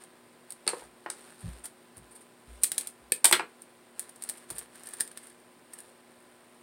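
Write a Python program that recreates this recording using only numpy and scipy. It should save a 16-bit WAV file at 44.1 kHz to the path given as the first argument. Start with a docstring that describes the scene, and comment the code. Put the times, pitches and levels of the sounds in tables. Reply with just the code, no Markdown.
"""Plastic pearls rustle and click in the fingers, close to the microphone, over a craft table in a quiet
room with a faint hum. Small scissors knock on the table top as they are picked up; the hands bump softly.
The blades nudge in between two beads, bite and snap through. The loose end drops on the table and the
beads click on in the cupped hand. The microphone port rings near 9 kHz.
Levels in the tables are relative: each layer is then filtered and set in the mix."""
import sys
import numpy as np
from scipy import signal
from scipy.fft import rfft, irfft
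from scipy.io import wavfile
from scipy.ndimage import uniform_filter1d, minimum_filter1d

SR = 44100
rng = np.random.default_rng(int(sys.argv[2]) if len(sys.argv) > 2 else 0)


def master_out(mix):
    """Clip the mix to full scale and print it as 16-bit PCM to the path in sys.argv[1]."""
    frames = np.transpose(np.atleast_2d(mix))
    ceiling = np.clip(frames, -1, 1)
    pcm = np.round(ceiling * 32767).astype(np.int16)
    wavfile.write(sys.argv[1], SR, pcm)


N = 291942
TIME = np.arange(N) / SR
BODY_HZ = 5500   # body_db in the click tables lifts or cuts everything below this


def from_db(db):
    """Decibels to gain."""
    return 10 ** (np.asarray(db) / 20)


def unit_rms(x):
    """Scale to unit rms."""
    return x / np.sqrt(np.mean(x ** 2) + 1e-20)


def at_hz(points, hz):
    """Read a table along a log-frequency axis."""
    freqs, values = np.transpose(points)
    return np.interp(np.log(np.maximum(hz, 1)), np.log(freqs), values)


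def add(track, start_s, sound):
    """Mix a sound into the track."""
    i = max(round(start_s * SR), 0)
    track[i:i + len(sound)] += sound[:N - i]


def butter(x, hz, kind, order=2):
    """Causal Butterworth filter."""
    return signal.sosfilt(signal.butter(order, hz, kind, fs=SR, output="sos"), x)


def colour(x, spectrum):
    """Minimum-phase filter: nothing sounds ahead of its cause."""
    size = 4096
    gain = from_db(at_hz(spectrum, np.fft.rfftfreq(size, 1 / SR)))
    cepstrum = irfft(np.log(gain))
    cepstrum[1:size // 2] *= 2
    cepstrum[size // 2 + 1:] = 0
    impulse = irfft(np.exp(rfft(cepstrum)))
    return signal.fftconvolve(x, impulse)[:len(x)]


def resonate(x, hz, width_hz):
    """One resonance, gain 1 at its peak."""
    return signal.lfilter(*signal.iirpeak(hz, hz / width_hz, fs=SR), x + 1e-18)


def with_peaks(x, peaks):
    """Lift or cut the sound around each resonance."""
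    for hz, width_hz, db in peaks:
        x = x + (from_db(db) - 1) * resonate(x, hz, width_hz)
    return x


def swell(rise_s):
    """An envelope that peaks at 1 after the rise time and fades."""
    t = TIME[:SR // 2]
    return (t / rise_s) ** 2 * np.exp(2 * (1 - t / rise_s))


def burst(t60_s):
    """Many close modes struck at once: noise that starts at full height and dies."""
    t = TIME[:SR // 5]
    return rng.standard_normal(len(t)) * from_db(-60 * t / t60_s)


def band_burst(hz, width_hz, t60_s):
    """A burst with its energy gathered in one band."""
    blow = burst(t60_s)
    band = butter(resonate(blow, hz, width_hz), 2 * hz + width_hz, "low")
    return band * np.linalg.norm(blow) / np.linalg.norm(band)


def clicks(contacts, spectrum, t60_s, scatter_db, scatter_t60_s):
    """Hard contacts: a crack, a brief ring, then scatter from the hand and the things nearby."""
    tick, body = np.zeros(N), np.zeros(N)
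    for start_s, level_db, body_db in contacts:
        contact = burst(t60_s) + from_db(scatter_db) * burst(scatter_t60_s)
        contact[0] = 1.83   # the crack carries all pitches evenly
        add(tick, start_s, from_db(level_db) * contact)
        add(body, start_s, from_db(level_db + body_db) * contact)
    tick = butter(tick + 1e-18, BODY_HZ, "high", order=3)
    body = butter(body + 1e-18, BODY_HZ, "low", order=3)
    return colour(tick + body, spectrum)


# the strand drawn through the fingers: start_s, length_s, level_db
FINGER_STROKES = [(0.0, 0.033, -55.5), (0.67, 0.21, -51.5), (1.067, 0.33, -55), (1.353, 0.28, -54.5),
                  (1.94, .3, -64), (2.45, 0.18, -58), (2.713, 0.19, -52), (3.994, 0.1, -57.5),
                  (4.171, 0.31, -55.5), (4.48, 0.19, -53.5), (4.682, 0.44, -54.5), (5.15, .19, -58),
                  (5.718, 0.23, -59.5)]
def stroke_gain():
    """Each stroke is an arch above the rustle of the strand merely held."""
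    gain = np.full(N, from_db(-66.5))
    for start_s, length_s, level_db in FINGER_STROKES:
        progress = np.clip((TIME - start_s) / length_s, 0, 1)
        arch = np.sqrt(np.abs(np.sin(np.pi * progress)))
        gain = np.maximum(gain, from_db(level_db) * arch)
    return gain


# spectrum of the rustle, close up: freq_hz, gain_db
RUSTLE_COLOUR = [(100, -7), (400, 10), (1000, 6.5), (1700, 5), (2800, 1.5), (4500, 2.5), (6500, 0),
                 (10000, -3), (16000, -15.5)]
def strand_rustle(ticks_per_s=420, grain_t60_s=0.0015, lead_s=0.016, fade_s=0.021):
    """Beads rub on skin and on each other: tiny ticks on a soft hiss, with each stroke, slip and click."""
    ticks = rng.random(N) < ticks_per_s / SR
    decay = from_db(-60 / (grain_t60_s * SR))
    grain_gain = signal.lfilter([1], [1, -decay], ticks + 1e-18)
    grains = unit_rms(grain_gain * rng.standard_normal(N))
    friction = colour(grains + rng.standard_normal(N), RUSTLE_COLOUR)
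    power = stroke_gain() ** 2 + (from_db(-6.5) * slip_gain()) ** 2
    for start_s, level_db, _, _ in BEAD_HITS:   # a bead rubs before it slips and clicks
        away = np.maximum((start_s - TIME) / lead_s, (TIME - start_s) / fade_s)
        rub = from_db(-43.5 + 0.41 * level_db) * np.exp(-np.minimum(away, 20))
        power += rub ** 2
    return np.sqrt(power) * friction


# ring of the beads in the hand: centre_hz, width_hz, gain_db
HAND_PEAKS = [(1734, 240, 3.5), (4800, 500, -0.5)]
def hand_resonance(beads):
    """The hand holding the strand colours its rustle and clicks."""
    return with_peaks(beads, HAND_PEAKS)


# air noise of the quiet room: freq_hz, gain_db
AIR_COLOUR = [(25, -20.5), (60, -15), (110, -7), (170, -0.5), (260, 1.5), (380, 2), (600, 2), (1000, -3),
              (2000, -6.5), (3200, -11.5), (5000, -13.5), (6500, -14.5), (9000, -22.5), (12000, -24),
              (16000, -20)]
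# a motor somewhere in the room: pitch_hz, level_db
MOTOR_HUM = [(120, -80.5), (241, -66.5), (360.5, -66.5), (602, -95.5), (1012, -72.5)]
def room_tone(air_db=-59.5, wavers_per_s=5.5, waver_rad=0.91):
    """Steady air noise and a slightly wavering motor hum."""
    out = from_db(air_db) * unit_rms(colour(rng.standard_normal(N), AIR_COLOUR))
    for pitch_hz, level_db in MOTOR_HUM:
        knots = rng.standard_normal(4096)
        waver = waver_rad * np.interp(TIME * wavers_per_s, np.arange(len(knots)), knots)
        out += from_db(level_db) * np.sqrt(2) * np.sin(2 * np.pi * pitch_hz * TIME + waver)
    return out


# bead against bead: start_s, level_db, body_db, neighbour_delay_s (0 = no neighbour is hit)
BEAD_HITS = [(0.0377, -36.5, -7, 0), (0.5054, -28, -1, .0167), (1.6554, -26, -3, 0.0021),
             (1.9698, -37, -10, .0095), (3.6194, -36.5, -19, 0.00068), (3.9945, -17, -5, 0),
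             (4.0926, -37, -1, 0.0026), (4.1603, -38, -2, 0), (4.223, -23, -3.5, .0148),
             (4.2898, -17, -3, .0074), (4.3738, -38, -10, 0.0065), (4.5027, -23, 0, .0057),
             (4.5831, -21.5, -6, .0075), (4.7561, -36, -7, 0), (4.8349, -34.5, -1, 0),
             (4.8712, -28, -6, .0172), (4.9364, -29, -2, 0.0027), (5.0011, -25, 1, 0.0029),
             (5.0065, -12.5, -1.5, 0.00082), (5.0762, -33.5, 2, 0), (5.1145, -37.5, 1, 0),
             (5.1738, -27.5, 7, 0), (5.27, -36, -7, 0), (5.7345, -30.5, -18.5, .003),
             (5.7871, -31.5, -10, .0162)]
def bead_contacts(neighbour_loss_db=1.5, loose_from_s=3.95, peak_jostles_per_s=55):
    """Clear hits, some passed on to the next bead; the cut ends jostle faintly as the strand slides."""
    first = [(start_s, db, body_db) for start_s, db, body_db, _ in BEAD_HITS]
    passed_on = [(start_s + delay_s, db - neighbour_loss_db, body_db)
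                 for start_s, db, body_db, delay_s in BEAD_HITS if delay_s > 0]
    speed = stroke_gain() * (TIME > loose_from_s)
    jostled = rng.random(N) < peak_jostles_per_s * speed / speed.max() / SR
    over_stroke_db, spread_db, jostle_body_db = 11, 4, -2
    levels_db = 20 * np.log10(speed[jostled]) + rng.normal(over_stroke_db, spread_db, N)[jostled]
    jostles = [(start_s, db, jostle_body_db) for start_s, db in zip(TIME[jostled], levels_db)]
    return first + passed_on + jostles


# spectrum of a plastic pearl's click, close up: freq_hz, gain_db
PEARL_COLOUR = [(100, -19), (400, -13.5), (1000, -15), (1800, -8), (2900, -12), (4500, -3.5), (6500, -3.5),
                (10000, -2), (13000, -11.5), (16000, -13.5)]
def bead_clicks(contacts):
    """Small hard beads collide with a bright, very short click."""
    return clicks(contacts, PEARL_COLOUR, t60_s=0.011, scatter_db=-8, scatter_t60_s=0.052)


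# scissors tapping things on the table: start_s, level_db, body_db
PICKUP_TAPS = [(0.6659, -39, 13), (0.677, -20, 4.5), (0.6908, -23, -7), (1.1009, -24.5, 5)]
# spectrum of those taps: freq_hz, gain_db
PICKUP_COLOUR = [(100, -17), (400, -8), (1000, -10), (2300, -2.5), (3300, -5), (4300, -0.5), (6000, 2.5),
                 (8000, 3.5), (10000, 0), (12500, -10), (16000, -19)]
def scissors_taps():
    """The steel clicks against things on the table as the scissors are picked up."""
    taps = clicks(PICKUP_TAPS, PICKUP_COLOUR, t60_s=0.017, scatter_db=-6, scatter_t60_s=0.026)
    return butter(taps, 210, "high")


# scissors and strand knocking on the table top: start_s, level_db, centre_hz, t60_s
TABLE_BLOWS = [(0.667, -33, 480, 0.043), (0.6776, -29, 840, 0.094), (0.68, -31, 2500, 0.1),
               (0.7324, -26, 583, .033), (0.821, -40.5, 450, 0.034), (1.0612, -27.5, 990, .047),
               (1.1008, -39.5, 700, .039), (3.2441, -24, 935, 0.13), (3.3123, -17.5, 880, 0.017),
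               (3.327, -11, 2170, 0.083), (3.3949, -17, 1350, 0.023), (3.404, -26.5, 1100, .052),
               (4.502, -44.5, 530, 0.12)]
# resonances of the table top: centre_hz, width_hz, gain_db
TABLE_PEAKS = [(356, 37, 11.5), (474, 23, 8.5), (897.3, 90, 6), (1460, 220, 1.5), (1900, 60, 2.5),
               (2364, 120, 3.5), (2590, 41.6, -3.5), (3750, 120, 0)]
def table_knocks(drum_db=-19.5):
    """Each blow excites a band around its own centre pitch, while the whole top drums low under it."""
    out = np.zeros(N)
    for start_s, level_db, centre_hz, t60_s in TABLE_BLOWS:
        knock = band_burst(centre_hz, width_hz=0.93 * centre_hz, t60_s=t60_s)
        drum = band_burst(hz=400, width_hz=360, t60_s=0.14)
        add(out, start_s, from_db(level_db) * (knock + from_db(drum_db) * drum))
    return with_peaks(butter(out, 190, "high"), TABLE_PEAKS)


# blows that set the scissors ringing: start_s, level_db, tilt_db_per_octave (about 2 kHz)
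SCISSOR_JOLTS = [(0.6776, -32, 14.5), (3.1215, -28, 0.5), (3.2431, -39, 12.5), (3.3267, -38, 10)]
# modes of the scissors: pitch_hz, level_db, t60_s
STEEL_MODES = [(412, -8.5, 0.073), (484, -1, 0.039), (1780, -8, 0.044), (1750, -14, 0.023),
               (2360, 0, 0.026), (2525, -5, 0.039), (4200, -1, 0.014), (4410, -4, 0.035)]
def scissors_ring():
    """Each jolt strikes every mode of the steel; its own tilt sets how bright the ring is."""
    out, t = np.zeros(N), TIME[:SR // 2]
    for start_s, level_db, tilt in SCISSOR_JOLTS:
        for pitch_hz, mode_db, t60_s in STEEL_MODES:
            strike_db = level_db + mode_db + tilt * np.log2(pitch_hz / 2000) + rng.normal(0, 1)
            add(out, start_s, from_db(strike_db - 60 * t / t60_s) * np.sin(2 * np.pi * pitch_hz * t))
    return out


# soft bumps of the hands: start_s, thud_db, boom_db
HAND_BUMPS = [(0.784, -74, -67), (1.424, -36.5, -41.5), (1.962, -55.5, -64), (2.455, -61, -48),
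              (2.99, -73, -65.5), (4.496, -54.5, -63)]
def hand_bumps(thud_low_hz=55, thud_top_hz=180, boom_hz=59.1, boom_lag_s=0.0091):
    """Each soft push is a dull, uneven thud, followed by a slower low boom."""
    out = np.zeros(N)
    push, sway = swell(rise_s=0.029), swell(rise_s=0.05)
    boom = np.sqrt(2) * sway * np.sin(2 * np.pi * boom_hz * TIME[:len(sway)])
    for start_s, thud_db, boom_db in HAND_BUMPS:
        noise = butter(rng.standard_normal(SR), thud_low_hz, "high")
        thud = push * butter(noise, thud_top_hz, "low", order=6)[-len(push):]
        thud *= np.linalg.norm(push) / np.linalg.norm(thud)
        add(out, start_s, from_db(thud_db) * thud)
        add(out, start_s + boom_lag_s, from_db(boom_db) * boom)
    return butter(out, 38, "high", order=3)


# a bead slipping over skin: start_s, level_db
SKIN_SLIPS = [(1.40, -54), (1.636, -40), (2.106, -54), (2.146, -49.5), (2.203, -54.5), (2.612, -47.5),
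              (4.547, -46.5), (5.225, -51.5)]
def slip_gain():
    """Each slip swells quickly and fades."""
    gain = np.zeros(N)
    for start_s, level_db in SKIN_SLIPS:
        add(gain, start_s, from_db(level_db) * swell(rise_s=0.012))
    return gain


def skin_swishes():
    """A bead slipping over skin gives a thin, high hiss."""
    return slip_gain() * unit_rms(resonate(rng.standard_normal(N), hz=9050, width_hz=2100))


# steel blades on the beads, on the thread and on each other: start_s, level_db, body_db
BLADE_BITES = [(2.6345, -9.5, -13), (2.6375, -8, -20), (2.6422, -13, 0), (2.7177, -16, -0.5),
               (2.7805, -9.5, -6), (2.8097, -25.5, 0), (2.8718, -21.5, -5), (3.1204, -10, -2),
               (3.2442, -2.5, 2), (3.2462, -5.5, 2), (3.2533, -0.5, 1.5), (3.3124, -14, -11),
               (3.3254, -4, 5), (3.3303, -13.5, 1)]
# spectrum of a bite, close up: freq_hz, gain_db
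BITE_COLOUR = [(100, -4.5), (400, -12), (1100, -9), (2000, -2), (2800, -2.5), (3600, 0.5), (6000, 0),
               (8000, 2.5), (10000, -0.5), (12500, -4.5), (16000, -11)]
def blade_bites(touches=3, gap_s=0.013, first_touch_db=-19, loss_db=2.5):
    """Each bite clicks, then the blades chatter in a dying run of light, uneven touches."""
    contacts = list(BLADE_BITES)
    for start_s, level_db, body_db in BLADE_BITES:
        for k in range(touches):
            delay_s = gap_s * (k + 1 + rng.uniform(-0.3, 0.35))
            contacts.append((start_s + delay_s, level_db + first_touch_db - loss_db * k, body_db))
    return clicks(contacts, BITE_COLOUR, t60_s=0.017, scatter_db=-10.5, scatter_t60_s=0.052)


def cupped_hand(contacts, cupped_from_s=4.7):
    """Once the hand is cupped, the air in it rings briefly under each clicking bead."""
    out = np.zeros(N)
    for start_s, level_db, _ in contacts:
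        if start_s > cupped_from_s:
            knock = resonate(burst(t60_s=0.036), hz=1725, width_hz=160)
            peak_db = -30 + 0.63 * level_db   # only partly follows the click's level
            add(out, start_s, from_db(peak_db) * knock / np.abs(knock).max())
    return out


# decay of the small room around the table: freq_hz, t60_s
ROOM_DECAY = [(150, 0.37), (500, 0.19), (1500, 0.22), (4000, 0.17), (9000, 0.18), (16000, 0.13)]
def room_echoes(x):
    """Reflections build up over the first milliseconds and die away, the bass last."""
    t, edges_hz = TIME[:SR // 2], np.geomspace(100, 20000, 9)
    tail = np.zeros(len(t))
    for low_hz, high_hz in zip(edges_hz, edges_hz[1:]):
        band = butter(rng.standard_normal(len(t)), [low_hz, high_hz], "band")
        tail += band * from_db(-60 * t / at_hz(ROOM_DECAY, np.sqrt(low_hz * high_hz)))
    tail *= np.clip(t / 0.0063 - 0.5, 0, 1)
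    return signal.fftconvolve(x, tail / np.linalg.norm(tail))[:N]


def scene():
    """Beads, scissors and table close to one microphone, with the room faint behind them."""
    contacts = bead_contacts()
    beads = from_db(-2) * bead_clicks(contacts)
    bites = from_db(-4.5) * blade_bites()
    taps = from_db(-2) * scissors_taps()
    scissors = butter(bites + scissors_ring(), 198, "high")   # the blades and their ring carry no bass
    strand = hand_resonance(beads + from_db(-4) * strand_rustle())
    strand += cupped_hand(contacts) + from_db(-7) * skin_swishes()
    table = from_db(-5) * table_knocks() + taps
    echoes = room_echoes(from_db(-13.5) * strand + from_db(-13) * scissors + from_db(-8.5) * table)
    return (strand + scissors + table + echoes + hand_bumps() + room_tone())[None]


# resonances of the microphone port: centre_hz, width_hz, gain_db
MIC_PORT = [(8740, 866, 11.5), (9350, 630, 3.5), (6280, 3620, -8.5), (13200, 1100, 2.5)]
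def record(dry):
    """The microphone port rings, a fast limiter holds the highest peaks, the top treble is cut."""
    ceiling, hold_samples, cutoff_hz = 0.66, 45, 15900
    heard = with_peaks(dry, MIC_PORT)
    gain = ceiling / np.maximum(np.abs(heard), ceiling)
    gain = uniform_filter1d(minimum_filter1d(gain, size=hold_samples), size=hold_samples)
    low_pass = signal.ellip(10, 0.2, 80, cutoff_hz, fs=SR, output="sos")
    return signal.sosfilt(low_pass, heard * gain)


dry = scene()
out = record(dry)
master_out(out)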